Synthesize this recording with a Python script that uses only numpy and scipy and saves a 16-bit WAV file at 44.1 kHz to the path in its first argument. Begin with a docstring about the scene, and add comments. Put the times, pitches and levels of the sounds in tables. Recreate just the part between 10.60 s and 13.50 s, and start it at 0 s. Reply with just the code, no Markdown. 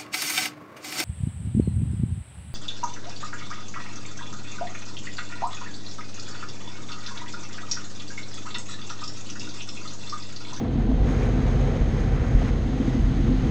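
"""Inside an automatic car wash

Buffeting makes the closed cabin boom and the doors rumble. Brushes drum and slap the car and water
beats on its panels, each part ringing at its own resonances, over a faint hum of motors.
A dense spray reaches the windows after about half a second, eases, and surges once more."""
import sys
import numpy as np
from scipy import signal
from scipy.fft import rfft, irfft
from scipy.io import wavfile
from scipy.ndimage import uniform_filter1d

SR = 44100
rng = np.random.default_rng(int(sys.argv[2]) if len(sys.argv) > 2 else 0)


def inscribe(sig):
    """Save sig as 16-bit PCM at rate SR to the path in sys.argv[1].

    A 1-D sig is mono; a 2-D sig holds one channel per row.
    Samples are clipped to [-1, 1] before scaling.
    """
    pcm = np.round(np.clip(np.atleast_2d(sig).T, -1, 1) * 32767)
    wavfile.write(sys.argv[1], SR, pcm.astype(np.int16))


N = 127890


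def undb(db):
    """Amplitude ratio of a level in decibels."""
    return 10 ** (np.asarray(db) / 20)


def unit(x):
    """Normalisation to rms 1."""
    return x / np.sqrt(np.mean(x ** 2))


def envelope(table, column=1):
    """Amplitude envelope, interpolated in decibels between the times of a table."""
    rows = np.array(table)
    return undb(np.interp(np.arange(N) / SR, rows[:, 0], rows[:, column]))


def waver(bandwidth_hz):
    """Slow random modulation: low-passed noise of rms 1."""
    hz = np.arange(N // 2 + 1) * SR / N
    lowpass = np.exp(-(hz / bandwidth_hz) ** 2) * (hz > 0)
    return unit(irfft(rfft(rng.standard_normal(N)) * lowpass, N))


def ring(force, response):
    """Forced vibration: a body filters the force by its frequency response; the result has rms 1."""
    rows = np.array(response)
    hz = np.maximum(np.arange(N // 2 + 1) * SR / N, 1)
    gain = undb(np.interp(np.log(hz), np.log(rows[:, 0]), rows[:, 1]))
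    gain *= np.minimum(hz / rows[0, 0], 1) ** 2 * np.minimum(rows[-1, 0] / hz, 1) ** 4
    # folding the cepstrum gives minimum phase, so the ringing follows each blow
    cepstrum = irfft(np.log(gain), N)
    fold = 1 + np.sign(N / 2 - np.arange(N))
    fold[0] = 1
    return unit(irfft(rfft(force) * np.exp(rfft(cepstrum * fold)), N))


def impacts(per_s, scatter_db):
    """Shot noise: randomly timed impulses of log-normal strength."""
    hit = rng.random(N) < per_s / SR
    polarity = np.sign(rng.standard_normal(N))
    return unit(hit * polarity * undb(scatter_db * rng.standard_normal(N)))


def steady(x, span_s, share):
    """Compression: dividing by a power of the running rms evens out chance swells."""
    size = int(span_s * SR)
    power = uniform_filter1d(uniform_filter1d(x ** 2, size), size)
    return unit(x / (power + 1e-9) ** (share / 2))


def swells(table, rise_s):
    """Envelope of critically damped pulses, each peaking rise_s after its onset."""
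    t = np.arange(N) / SR
    ages = [(np.maximum(t - onset, 0) / rise_s, db) for onset, db in table]
    return sum(undb(db) * age * np.exp(1 - age) for age, db in ages)


def blows(table, modes, rise_s):
    """Damped free vibration: each soft blow excites a body's modes, which decay exponentially."""
    out = np.zeros(N)
    for onset, db, decay_s in table:
        age = np.maximum(np.arange(N) / SR - onset, 0)
        tone = sum(undb(mode_db) * np.sin(2 * np.pi * hz * age) for hz, mode_db in modes)
        out += undb(db) * tone * (1 - np.exp(-age / rise_s)) * np.exp(-age / decay_s)
    return out


def motors(gain_db=-3.5, throb_db=3.5, wander=0.002):
    """The motors outside hum and whine in tones with random amplitude and frequency modulation."""
    # f/Hz, relative level/dB
    tones = [(258, -36.5), (493, -55.5), (1543, -61.5), (1775, -61.5)]
    hum = np.zeros(N)
    for hz, db in tones:
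        amplitude = np.sqrt(2) * undb(db + gain_db + throb_db * waver(4.6))
        frequency = hz * (1 + wander * waver(15))
        hum += amplitude * np.sin(2 * np.pi * np.cumsum(frequency) / SR)
    return hum


def spray(sputter_db=0.54):
    """Drop impacts on the glass make three bands of shot noise, modulated together by the jet's sputter."""
    # spray on the windows: t/s, patter level/dB, hiss level/dB, mist level/dB
    levels = [(0, -50, -54.5, -62.5), (.42, -48, -53.5, -60.5), (.475, -42.5, -50, -53),
              (.655, -40, -50.5, -53), (.69, -43, -51.5, -56), (.95, -42.5, -50.5, -54),
              (1.12, -43, -51, -55.5), (1.26, -44.5, -53, -56.5), (1.41, -43, -51.5, -54.5),
              (1.5, -45.5, -53.5, -57), (1.61, -42, -53, -56), (1.76, -43.5, -54, -56),
              (1.815, -43.5, -49, -53.5), (1.897, -39, -50, -53), (1.91, -45, -52, -57),
              (2.1, -46, -52, -56.5), (2.3, -45, -51, -54), (2.5, -46, -51.5, -56.5),
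              (2.68, -45, -50.5, -56), (2.9, -45, -50.5, -55)]
    # spectra of the three bands: f/Hz, relative level/dB
    patter_spectrum = [(750, -18), (1030, -1), (1350, -1), (1750, -3), (2000, -1.9), (2300, -6), (2600, -9),
                       (3200, -29.5)]
    hiss_spectrum = [(2100, -20.5), (2700, -1), (3150, 2.5), (3450, 0), (3950, 0), (4400, -3.5),
                     (4800, -11.5), (5600, -29.5)]
    mist_spectrum = [(4000, -21.5), (4800, -2), (5300, -3.5), (5900, -5.5), (6400, 2.5), (6650, 0),
                     (6950, -9), (7500, -12.5), (8400, -16), (9100, -20.5), (10200, -28), (11200, -22.5),
                     (13000, -35)]
    patter = ring(impacts(per_s=5000, scatter_db=2.0), patter_spectrum) * envelope(levels)
    hiss = ring(impacts(per_s=6000, scatter_db=1.0), hiss_spectrum) * envelope(levels, column=2)
    mist = ring(impacts(per_s=6000, scatter_db=2.5), mist_spectrum) * envelope(levels, column=3)
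    return (patter + hiss + mist) * undb(sputter_db * waver(40))


def wash():
    """Impact excitation: heavy splashes drive two ranges of resonances in the body panels."""
    # water on the panels: t/s, low range level/dB, high range level/dB
    levels = [(0.0, -62, -29), (0.01, -38.5, -42.5), (0.28, -38.5, -43), (0.65, -31, -39.5),
              (0.68, -35.5, -40.5), (1.13, -33, -39.5), (1.24, -37, -42), (1.95, -36, -44.5),
              (2.01, -39, -44.5), (2.25, -38.5, -43), (2.64, -44, -45.5), (2.7, -33.5, -44),
              (2.76, -41.5, -44), (2.87, -36.5, -43.5)]
    # panel responses: f/Hz, relative level/dB
    low_response = [(290, -15.5), (360, -1.5), (385, -1.5), (420, -0.5), (465, -1), (492, 2), (515, -3.5),
                    (550, -4), (590, -26.5), (680, -30.5)]
    high_response = [(520, -30), (600, 0.5), (642, -3), (661, 3), (682, -1.5), (745, 0), (778, 1),
                     (815, -3.5), (1020, -9.5), (1300, -33.5)]
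    low = steady(ring(impacts(per_s=4500, scatter_db=2.0), low_response), span_s=0.23, share=0.37)
    high = steady(ring(impacts(per_s=4500, scatter_db=4.0), high_response), span_s=0.059, share=0.23)
    return low * envelope(levels) + high * envelope(levels, column=2)


def roof_drumming():
    """Plate resonance: dense, soft brush strokes on the roof merge into a continuous drumming."""
    # drumming: t/s, level/dB
    levels = [(0, -28.5), (.15, -31), (.33, -30.5), (.55, -29.5), (.8, -30.5), (1.1, -33), (1.35, -30),
              (1.6, -35), (1.78, -30.5), (1.9, -29.5), (2.02, -33), (2.1, -28.5), (2.3, -28.5), (2.5, -28),
              (2.7, -27), (2.8, -33), (2.9, -23.5)]
    # roof response: f/Hz, relative level/dB
    response = [(150, -31.5), (190, -4.5), (235, -0.5), (250, -2), (259, -1.5), (274, -7.5), (298, -11),
                (325, -5.5), (355, -15.5), (410, -34.5)]
    drum = ring(impacts(per_s=1200, scatter_db=3), response)
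    return steady(drum, span_s=0.19, share=0.56) * envelope(levels)


def brushes():
    """Impact transients: after a faint midrange burst, wet cloth thumps the roof, slaps the side
    and flings drops at the glass."""
    # thumps on the roof: t/s, relative level/dB, decay time/s
    thumps = [(.156, -14.5, 0.041), (.29, -15, 0.02), (.775, -22, 0.055), (1.84, -18.5, 0.021),
              (2.2, -13.5, 0.028), (2.277, -14, 0.0093), (2.345, -14, 0.02), (2.376, -18, 0.01),
              (2.566, -16, 0.011), (2.607, -16.5, 0.014), (2.69, -18, 0.054), (2.74, -20, .022)]
    # roof modes: f/Hz, relative level/dB
    roof_modes = [(165, -11.5), (228, -3), (258, -2), (322, -13.5)]
    # a brief, faint midrange burst at the start, then wet slaps: t/s, level/dB
    bursts = [(.047, -41), (.312, -37), (.487, -38), (.59, -41), (1.082, -39), (1.152, -38), (1.362, -44),
              (1.814, -32.5), (1.882, -42), (2.675, -40)]
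    # flurries of drops: t/s, level/dB
    flurries = [(.5, -62), (.648, -60), (2.41, -67), (2.445, -70)]
    # spectra of both: f/Hz, relative level/dB
    burst_spectrum = [(400, -9.5), (620, 8), (780, 0), (1150, -2.5), (1700, -12), (3000, -23), (5000, -30)]
    flurry_spectrum = [(3500, -4), (6500, 1), (9500, -2), (13000, -18)]
    thumping = blows(thumps, roof_modes, rise_s=0.0026)
    midrange = steady(ring(rng.standard_normal(N), burst_spectrum), span_s=0.014, share=0.62)
    drops = ring(impacts(per_s=5000, scatter_db=0), flurry_spectrum)
    return thumping + midrange * swells(bursts, rise_s=0.0046) + drops * swells(flurries, rise_s=0.008)


def buffeting():
    """Cavity and panel resonance: turbulence and a few heavy buffets excite the cabin air and the doors."""
    # cabin boom and door rumble: t/s, level/dB
    boom_levels = [(0.0, -42), (0.08, -32), (0.11, -28), (0.38, -19.5), (0.47, -22.5), (.8, -24),
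                   (1.01, -24), (1.17, -27), (1.36, -25), (1.55, -22.5), (1.72, -25), (1.88, -23),
                   (2.3, -27), (2.55, -24), (2.81, -22), (2.87, -25)]
    door_levels = [(0, -31.5), (.15, -26), (.3, -29), (.6, -23.5), (.68, -26), (.78, -24.5), (.97, -22.5),
                   (1.25, -27.5), (1.42, -24), (1.55, -24), (1.73, -24.5), (1.9, -25), (2.15, -30),
                   (2.44, -24), (2.54, -26), (2.7, -24), (2.8, -28.5), (2.87, -23)]
    # cabin and door responses: f/Hz, relative level/dB
    cabin_response = [(12, -29), (22, -22), (31, -21), (38, 0.5), (44, 1), (50, -6), (58, -10.5), (72, -34)]
    door_response = [(50, -19.5), (68, 0.5), (84, -6), (98, -0.5), (114, -3.5), (127, 1), (150, -4),
                     (175, -10), (215, -25)]
    # buffets against the body: t/s, relative level/dB, decay time/s
    buffets = [(.403, -14, 0.028), (.978, -21, 0.034), (1.207, -15.5, 0.043), (1.747, -9.5, 0.03),
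               (2.395, -22, 0.017), (2.44, -17, 0.042)]
    # cabin and door modes: f/Hz, relative level/dB
    modes = [(44, 3), (68, -11), (125, -15.5)]
    boom = steady(ring(rng.standard_normal(N), cabin_response), span_s=0.037, share=0.78)
    rumble = steady(ring(rng.standard_normal(N), door_response), span_s=0.091, share=1.0)
    thuds = blows(buffets, modes, rise_s=0.004)
    return boom * envelope(boom_levels) + rumble * envelope(door_levels) + thuds


def scene():
    """Superposition of all sources in the cabin, as one channel."""
    return (buffeting() + roof_drumming() + wash() + spray() + brushes() + motors())[None]


def record(dry, cutoff_hz=13500):
    """Band limiting: a steep elliptic low-pass removes the highest treble."""
    return signal.sosfilt(signal.ellip(8, .2, 70, cutoff_hz, fs=SR, output="sos"), dry)


dry = scene()
out = record(dry)
inscribe(out)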